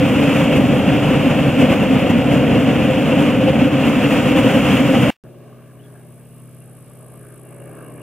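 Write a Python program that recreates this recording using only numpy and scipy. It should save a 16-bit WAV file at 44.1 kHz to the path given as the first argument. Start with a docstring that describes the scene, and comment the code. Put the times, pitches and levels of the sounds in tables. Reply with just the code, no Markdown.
"""Glider tow, cabin then meadow

In the cabin, turbulent air booms in the resonances and rushes and hisses through vents and seals.
The sound is cut; a thin hiss dies away, and after a short silence a meadow is heard. A far radial
engine is summed from orders of its firing cycle and noise with a ground echo. A bush cricket close by
and a fainter ticking one are gated noise, the bird pips gliding sines, over a soft field hiss.
A short soft click, a sine under a bell, comes at the very end."""
import sys
import numpy as np
from scipy import signal
from scipy.fft import rfft, irfft, next_fast_len
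from scipy.io import wavfile

SR = 44100
rng = np.random.default_rng(int(sys.argv[2]) if len(sys.argv) > 2 else 0)


def to_wav(s):
    """Save 16-bit WAV."""
    ch = np.atleast_2d(s).T  # columns
    pcm = np.round(np.clip(ch, -1, 1) * 32767)  # PCM
    wavfile.write(sys.argv[1], SR, pcm.astype(np.int16))


N = 353663   # samples in both scenes together

CUT_S, MEADOW_S = 5.1045, 5.238   # cabin sound ends, meadow begins

# All levels are relative, ahead of the trims in the functions and the recorder.
# Air over the canopy. Each row: time in seconds, boom level in dB, rush level in dB.
AIRFLOW = [(0.0, -14.5, -25), (0.4, -13, -22), (0.5, -12.5, -24.5), (0.85, -13.5, -25), (1.3, -14.5, -24.5),
           (1.45, -14.5, -25), (2.0, -14, -25.5), (2.15, -15, -26.5), (2.55, -14, -26), (3.1, -14, -25),
           (3.27, -13.5, -24), (3.33, -14, -26), (3.7, -15, -26.5), (3.9, -16, -24), (4.2, -14, -23),
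           (4.58, -13, -22.5), (4.65, -14.5, -21.5), (5.1, -13, -23)]
# Puffs through vent and seals. Each row: centre in seconds, lift in dB, length in seconds.
PUFFS = [(0.57, 4.5, 0.015), (0.912, -0.5, 0.021), (1.227, -1, 0.014), (1.61, 4.5, 0.023),
         (1.732, 4, 0.022), (2.105, 7.5, 0.011), (2.328, 4.5, 0.036), (2.625, 2.5, 0.043), (4.117, 3, .03),
         (5.024, 4.5, 0.021)]
RUSH_PUFFS, BOOM_PUFFS = 0.48, 0.55   # shares of a puff's lift; the hiss takes it all
HISS_DB, HISS_FOLLOWS = -41, 1.55   # leak hiss at the mean rush in dB; share of the rush's swing
# Boom colour in the cabin. Each row: frequency in Hz, spectrum in dB per Hz.
BOOM_SPECTRUM = [(12, -59), (25, -40), (40, -36), (52, -19.5), (90, -14.5), (130, -8), (200, -4.5),
                 (270, -3.5), (305, -8.5), (345, -17.5), (460, -15), (620, -16.5), (820, -23.5), (950, -29),
                 (1240, -56), (2000, -100)]
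# Vent rush colour. Each row: frequency in Hz, spectrum in dB per Hz.
RUSH_SPECTRUM = [(500, -13.5), (850, -4), (873, -18), (935, -1), (1480, -2), (1660, -5), (2710, -1.5),
                 (3230, -5.5), (3960, -21), (4300, -19), (5590, -29.5), (9460, -120)]
# Seal leak colour. Each row: frequency in Hz, spectrum in dB per Hz.
HISS_SPECTRUM = [(2290, -33), (3900, -8), (4400, -4.5), (7320, 3), (8450, -3), (13000, -6.5), (15500, -8)]
# Cabin resonances. Each row: frequency in Hz, width in Hz, lift in dB.
CABIN_MODES = [(136.8, 20, 5.5), (176, 20, -1.5), (255.5, 16, 1.5), (290.3, 26.7, 7), (520.2, 47.3, 10.5),
               (573, 18, 4.5), (739, 59, 3.5), (800, 22, 3.5), (932, 34, 2.5), (2720, 460, 3.5)]
# Cabin microphone ports. Each row: frequency in Hz, left-right likeness from 0 to 1.
CABIN_LIKENESS = [(30, 0.64), (120, 0.96), (300, 1), (700, 0.94), (1300, 0.84), (2500, 1), (4300, 0.69),
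                  (6000, 0.22), (7900, 0.19), (9000, 0.73), (15000, .7)]
# Cabin port levels. Each row: frequency in Hz, left minus right in dB.
CABIN_BALANCE = [(60, 1.5), (110, -2), (200, 0.0), (380, 1), (700, 2.0), (1290, 1), (2380, -0.5),
                 (4400, -0.5), (8120, 2.5), (15000, -0.5)]
# Cabin port phase. Each row: frequency in Hz, lead of the left in radians.
CABIN_PHASE = [(0, 0), (260, 0.4), (1890, -0.0), (3450, 0.3), (4050, 2.2), (4570, 2.5), (5250, 6.4),
               (6630, 6.4), (6980, 6.7), (7840, 9.0), (8270, 12.2), (8530, 12.5), (10300, 12.7),
               (15300, 12.6)]
# Thin hiss that outlasts the cut. Each row: frequency in Hz, spectrum in dB per Hz.
AFTER_HISS_SPECTRUM = [(35, -40), (100, -8), (1000, -13), (2800, -6), (4000, -18), (8000, -25),
                       (15600, -28)]
AFTER_HISS_DB, AFTER_HISS_T60_S = -42.5, 0.13   # level at the cut; time to fall 60 dB

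# Far engine's pace. Each row: time in seconds, firing cycles per second.
FIRING_CYCLE = [(5.24, 17.8), (6.4, 17.85), (7.0, 17.88), (8.02, 18)]
# Far engine, carried unevenly by the air. Each row: time in seconds, then drone, growl and rasp in dB.
ENGINE_LEVELS = [(5.24, -43.5, -45, -57.5), (5.6, -42.2, -48, -58.5), (6.0, -42, -49, -58),
                 (6.45, -41, -51, -59), (6.85, -40.5, -49, -58), (7.15, -41.5, -47, -55.5),
                 (7.4, -42, -47, -55.5), (7.7, -39.5, -41.3, -49.5), (7.8, -39.3, -40.5, -48.5),
                 (8.02, -38.2, -43, -51.5)]
# Orders of the cylinders' firing. Each row: multiple of the cycle, level in dB.
FIRING_ORDERS = [(1, -44), (2, -40), (3, -22), (4, -29), (5, -29), (6, -14), (7, 0), (8, -22), (9, -5),
                 (10, -23), (11, -16), (12, -24), (13, -11), (14, -24), (15, -19), (16, -15), (17, -20),
                 (18, -24), (19, -18), (20, -19), (21, -22), (22, -25), (23, -15), (24, -21), (25, -24),
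                 (26, -21), (27, -23), (28, -24), (29, -25), (30, -23), (31, -24), (32, -21), (33, -24),
                 (34, -25), (35, -22), (36, -25), (37, -28), (38, -27)]
# Exhaust noise. Each row: frequency in Hz, spectrum in dB per Hz.
GROWL_SPECTRUM = [(15, -60), (35, -24), (55, -10), (90, -1), (140, 10.5), (300, -10), (450, -18), (620, 2),
                  (780, -1), (950, -11), (1300, -60)]
# Propeller noise. Each row: frequency in Hz, spectrum in dB per Hz.
RASP_SPECTRUM = [(500, -46), (850, -6.5), (1180, 4.5), (1350, -3), (1600, -1), (2000, -13.5), (2280, -7),
                 (2550, -13), (2800, -8.5), (3300, -40), (4400, -40), (6000, -60)]
BRIGHTENS_HZ, BRIGHTENS = 1400, .45   # the rasp above this swings further, by this share of its swing
GROUND_ECHO_S, GROUND_ECHO_DB = .0018, -16.5   # delay and level of the engine noise off the ground

# Near cricket's beat: start in s, strokes per s, slows from s, by strokes per s each s.
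WING_STROKES = 5.2017, 54.2, 7.3, 2.1
# Near cricket's buzz. Each row: time in seconds, level in dB, share in strokes from 0 to 1.
BUZZ = [(5.24, -68, .1), (5.6, -66, 0.04), (6.0, -60.5, 0.45), (6.4, -59, 0.64), (7.2, -54.5, 0.88),
        (8.02, -55, 0.9)]
# Wing resonances. Each row: frequency in Hz, spectrum in dB per Hz.
WING_SPECTRUM = [(5000, -45), (6500, -34), (7300, -14), (8100, -3), (8700, -3.5), (9400, -4), (9800, -0.5),
                 (10600, -0.5), (11000, -8), (11500, -5), (12300, -9), (12700, -16), (13300, -5),
                 (13750, -10), (13950, -80)]
# Faint cricket's beat: start in s, ticks per s, slows from s, by ticks per s each s.
TICKS = 5.231, 76.66, 6.2, 17
# Faint cricket. Each row: time in seconds, level in dB.
TICKING = [(5.24, -70), (6.3, -68), (6.5, -69), (6.63, -76)]
# Colour of the ticks. Each row: frequency in Hz, spectrum in dB per Hz.
TICK_SPECTRUM = [(11500, -50), (12800, -11), (13800, -3), (14500, 2), (15150, -5), (15300, -50)]
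# Short tones: bird pips, and in the last row a soft click at the very end.
# Each row: centre in seconds, pitch in Hz, rise in Hz, length in seconds, level in dB.
SHORT_TONES = [(5.803, 3000, 250, .016, -56.5), (5.822, 3250, 150, .007, -65), (5.84, 3400, 50, .012, -63),
               (5.857, 3320, -100, .016, -58), (5.874, 3380, 0, .008, -67), (6.625, 2760, 0, .022, -61.5),
               (8.016, 2800, 0, .012, -53)]
BIRD_PIPS, END_CLICK = SHORT_TONES[:-1], SHORT_TONES[-1:]

# Hiss of the field. Each row: frequency in Hz, spectrum in dB per Hz.
FIELD_HISS_SPECTRUM = [(800, -30), (1500, -6.5), (2800, -2.5), (3900, -11), (4400, -11), (4800, -11),
                       (7000, -11.5), (9000, -17), (13500, -40), (14000, -80)]
FIELD_HISS_DB = -66
# Faint steady tones. Each row: frequency in Hz, level in dB.
WHINE = [(2788, -76), (3900, -90)]
# Meadow microphone ports. Each row: frequency in Hz, left-right likeness from 0 to 1.
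MEADOW_LIKENESS = [(30, .9), (120, 0.91), (300, 0.92), (700, 0.82), (1300, 0.86), (2500, 0.98), (4300, .4),
                   (6000, 0.4), (7900, 0.27), (9000, 1), (15000, 0.63)]
# Meadow port levels. Each row: frequency in Hz, left minus right in dB.
MEADOW_BALANCE = [(60, -13), (110, 1.5), (200, -0.5), (380, 2.5), (700, 0.5), (1290, 1.5), (2380, -0.5),
                  (4400, 0.5), (8120, -1), (15000, 2)]
# Meadow port phase. Each row: frequency in Hz, lead of the left in radians.
MEADOW_PHASE = [(0, 0), (3190, -0.1), (3880, 0.7), (4310, 3.2), (5080, 3.2), (6630, 4.6), (7750, 2.7),
                (8440, 0.1), (10700, -0.5), (11200, 0.1), (11500, -0.1), (13800, 0.0), (14300, 0.7),
                (15300, -0.1)]
CUTOFF_HZ = 15730   # top of the recorder


def cockpit():
    """Boom, rush and hiss share the buffeting of the tow plane's wake and ring in the cabin."""
    size = next_fast_len(int(MEADOW_S * SR))
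    time = np.arange(size) / SR
    boom_db, rush_db, hiss_db = airflow(time)
    buffet = drift(18, size)
    air = from_db(boom_db) * patchy_noise(BOOM_SPECTRUM, size, 1.26 * buffet, own_db=0.25, own_rate=17)
    air += from_db(rush_db) * patchy_noise(RUSH_SPECTRUM, size, 1.13 * buffet,
                                           own_db=0.38, own_rate=28, count=4)
    air += from_db(hiss_db) * patchy_noise(HISS_SPECTRUM, size, 0.86 * buffet,
                                           own_db=0.65, own_rate=24, count=3)
    air = cabin_resonance(air)
    air = two_ports(air[0], CABIN_LIKENESS, CABIN_BALANCE, CABIN_PHASE, air[1])
    air *= np.clip((CUT_S - time) / 0.00046, 0, 1)   # a hard cut, ramped just enough
    return air + after_hiss(time)


def airflow(time):
    """Levels of boom, rush and hiss: the slow flow, with short puffs on top."""
    boom_db, rush_db = in_time(AIRFLOW, time)
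    puff_db = sum(db * np.exp(-((time - s) / length) ** 2) for s, db, length in PUFFS)
    hiss_db = HISS_DB + HISS_FOLLOWS * (rush_db - rush_db.mean())
    return boom_db + BOOM_PUFFS * puff_db, rush_db + RUSH_PUFFS * puff_db, hiss_db + puff_db


def cabin_resonance(air):
    """The enclosed air lifts a bell of frequencies around each of its modes."""
    size = air.shape[1]
    hz = np.arange(size // 2 + 1) * SR / size
    lift_db = sum(db / (1 + (2 * (hz - mode_hz) / width) ** 2) for mode_hz, width, db in CABIN_MODES)
    return irfft(rfft(air) * from_db(lift_db - 3), size)


def after_hiss(time):
    """Thin hiss, alike in both channels, that decays exponentially after the cut and then stops."""
    since = time - CUT_S
    level = from_db(AFTER_HISS_DB - 60 * np.maximum(since, 0) / AFTER_HISS_T60_S)
    level *= (since > 0) * (since < .062)
    return level * patchy_noise(AFTER_HISS_SPECTRUM, len(time), 0, own_db=-3.5, own_rate=12, count=1)[0]


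def far_engine(time):
    """Tonal drone, exhaust growl and propeller rasp at a distance; the noise also returns off the ground."""
    cycle_hz, = in_time(FIRING_CYCLE, time)
    drone_db, growl_db, rasp_db = in_time(ENGINE_LEVELS, time)
    turns = 2 * np.pi * (np.cumsum(cycle_hz) / SR + .45)   # phase of the cycle in radians
    drone = engine_drone(turns, drone_db, growl_db)
    noise = exhaust_growl(turns, growl_db) + propeller_rasp(turns, rasp_db)
    noise += from_db(GROUND_ECHO_DB) * np.roll(noise, int(GROUND_ECHO_S * SR), axis=1)
    return drone + noise


def engine_drone(turns, drone_db, growl_db):
    """Each order of the firing cycle is a sine whose level and phase waver in the air."""
    size = len(turns)
    drone = np.zeros((2, size))
    for order, level_db in FIRING_ORDERS:
        high = np.clip((order - 9) / 8, 0, 1)   # high orders follow the growl and waver more
        carried_db = drone_db + high * (growl_db + 8.5 - drone_db)
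        carried_db = carried_db + (.7 + 2.8 * high) * drift(2.2, size)
        wander = .008 * order * drift(3, size)
        wander = wander + rng.normal(0, 1.5, (2, 1))   # phases loosely bunched into a thud
        drone += from_db(level_db + carried_db - 1.5) * np.sin(order * turns + wander)
    return drone


def exhaust_growl(turns, growl_db):
    """Exhaust noise that swells once a firing cycle."""
    thud = from_db(growl_db - 6.5) * (1 + .3 * np.sin(turns))
    return thud * patchy_noise(GROWL_SPECTRUM, len(turns), 0, own_db=2.5, own_rate=5.4, count=8)


def propeller_rasp(turns, rasp_db):
    """Propeller noise in three uneven beats a cycle, brighter when it is carried louder."""
    size = len(turns)
    beats = 1 + .3 * np.cos(3 * turns + 1.2 * drift(6, size))
    rasp = patchy_noise(RASP_SPECTRUM, size, 1.1 * drift(40, size), own_db=2.8, own_rate=3.8, count=7)
    top = signal.sosfiltfilt(signal.butter(2, BRIGHTENS_HZ, "high", fs=SR, output="sos"), rasp)
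    rasp = rasp + top * (from_db(BRIGHTENS * (rasp_db - rasp_db.mean())) - 1)
    return from_db(rasp_db - 3.0) * beats * rasp


def bush_cricket(time):
    """Close by: noise in the wing resonances for dense tooth clicks, part steady, part gated by strokes."""
    level_db, share = in_time(BUZZ, time)
    share = np.clip(share, 0, 1)
    strokes = stroke(strokes_so_far(time, *WING_STROKES), rise=0.23, fall=0.16)
    gate = np.sqrt(1 - share) + np.sqrt(share) * strokes
    buzz = patchy_noise(WING_SPECTRUM, len(time), 0, own_db=-0.6, own_rate=8, count=4)
    return from_db(level_db - 2.5) * gate * buzz


def ticking_cricket(time):
    """Fainter: a high band of noise gated by quick wing strokes, faded out at the last row."""
    tick_db, = in_time(TICKING, time)
    gate = .6 + .8 * stroke(strokes_so_far(time, *TICKS), rise=.08, fall=0.11)
    ticks = patchy_noise(TICK_SPECTRUM, len(time), 0, own_db=0, own_rate=8, count=1)
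    ticks *= np.clip((TICKING[-1][0] - time) / .05, 0, 1)
    return from_db(tick_db - 4.0) * gate * ticks


def stroke(count, rise, fall):
    """Gate for one wing stroke a cycle: exponential swell and fall (in cycles); rms 1."""
    phase = (count + .45) % 1 - .5
    return rms_one(np.exp(-abs(phase) / np.where(phase < 0, rise, fall)))


def strokes_so_far(time, start, rate, slows_from, slowing):
    """Count of a steady beat that slows evenly towards its end."""
    return rate * (time - start) - slowing * np.maximum(time - slows_from, 0) ** 2 / 2


def bird(time):
    """Short pips, hoarse and broken by the air."""
    return short_tones(BIRD_PIPS, time)


def end_click(time):
    """A short soft click at the very end: a sine of steady pitch under a bell."""
    return short_tones(END_CLICK, time)


def short_tones(rows, time):
    """Gliding sines, each under a soft bell, with a quickly flickering level."""
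    tones = np.zeros(len(time))
    for s, pitch_hz, rise_hz, length, level_db in rows:
        since = time - s
        turns = pitch_hz * since + rise_hz * since ** 2 / (2 * length)
        bell = np.exp(-(2 * since / length) ** 2)
        tones += from_db(level_db) * bell * np.sin(2 * np.pi * turns)
    return tones * from_db(4 * drift(150, len(time)) + .3)


def stillness(time):
    """Background: soft coloured noise of the field and faint steady sines."""
    hiss = patchy_noise(FIELD_HISS_SPECTRUM, len(time), 0, own_db=1.0, own_rate=8, count=4)
    whine = sum(from_db(db) * np.sin(2 * np.pi * hz * time) for hz, db in WHINE)
    return from_db(FIELD_HISS_DB) * hiss + whine


def meadow():
    """Everything after the silence, summed at the two microphone ports."""
    time = MEADOW_S + np.arange(next_fast_len(N - int(MEADOW_S * SR))) / SR
    sound = far_engine(time) + bush_cricket(time) + ticking_cricket(time)
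    sound = sound + bird(time) + end_click(time) + stillness(time)
    return two_ports(sound[0], MEADOW_LIKENESS, MEADOW_BALANCE, MEADOW_PHASE, sound[1])


def two_ports(x, likeness, balance, phase, other):
    """Two close microphone ports: a shared part and an unlike part, with a phase and level offset."""
    hz = np.arange(len(x) // 2 + 1) * SR / len(x)
    alike = np.clip(at_hz(likeness, hz), 0, 1)
    phase_hz, radians = np.array(phase, float).T
    # each port takes half of the offset
    lead = from_db(at_hz(balance, hz) / 2) * np.exp(.5j * np.interp(hz, phase_hz, radians))
    mid = np.sqrt((1 + alike) / 2) * rfft(x)
    side = np.sqrt((1 - alike) / 2) * rfft(other)
    return irfft([(mid + side) * lead, (mid - side) / lead], len(x))


def patchy_noise(spectrum, size, shared, own_db, own_rate, count=6):
    """Two draws of coloured noise in overlapping bands, each band flickering on its own; rms 1."""
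    hz = np.arange(size // 2 + 1) * SR / size
    coloured = rfft(rng.standard_normal((2, size))) * from_db(at_hz(spectrum, hz))
    ends_hz = [spectrum[1][0], spectrum[-3][0]]   # centres of the lowest and highest band
    place = np.interp(np.log(hz + 1), np.log(ends_hz), [0, count - 1])
    noise = 0
    for k in range(count):
        band = irfft(coloured * np.clip(1 - abs(place - k), 0, 1), size)
        noise = noise + band * from_db(shared + own_db * drift(own_rate, size))
    return rms_one(noise)


def drift(rate, size):
    """Slow chance: noise at every 40th sample through a double one-pole low-pass (rate in Hz); rms 1."""
    r = np.exp(-80 * np.pi * rate / SR)
    slow = signal.lfilter([1], [1, -2 * r, r * r], rng.standard_normal(size // 40 + 2002))
    slow = slow[2000:]   # drop the filter's settling
    return np.interp(np.arange(size) / 40, np.arange(len(slow)), rms_one(slow))


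def in_time(rows, time):
    """Columns of a table read at the given times."""
    s, *columns = np.transpose(rows)
    return [np.interp(time, s, column) for column in columns]


def at_hz(points, hz):
    """A spectrum table read on a log frequency axis."""
    table = np.array(points, float)
    return np.interp(np.log(hz + 1), np.log(table[:, 0] + 1), table[:, 1])


def from_db(db):
    """Decibels to gain."""
    return 10 ** (np.asarray(db) / 20)


def rms_one(x):
    """Scale to rms 1."""
    return x / np.sqrt(np.mean(x ** 2) + 1e-20)


def scene():
    """Cockpit first, then the meadow."""
    join = int(MEADOW_S * SR)
    return np.hstack([cockpit()[:, :join], meadow()[:, :N - join]])


def record(dry):
    """The recorder rounds the peaks and cuts the top with a steep low-pass."""
    rounded = 1.3 * np.tanh(dry / .98)
    return signal.sosfilt(signal.ellip(12, .5, 70, CUTOFF_HZ, fs=SR, output="sos"), rounded)


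dry = scene()
out = record(dry)
to_wav(out)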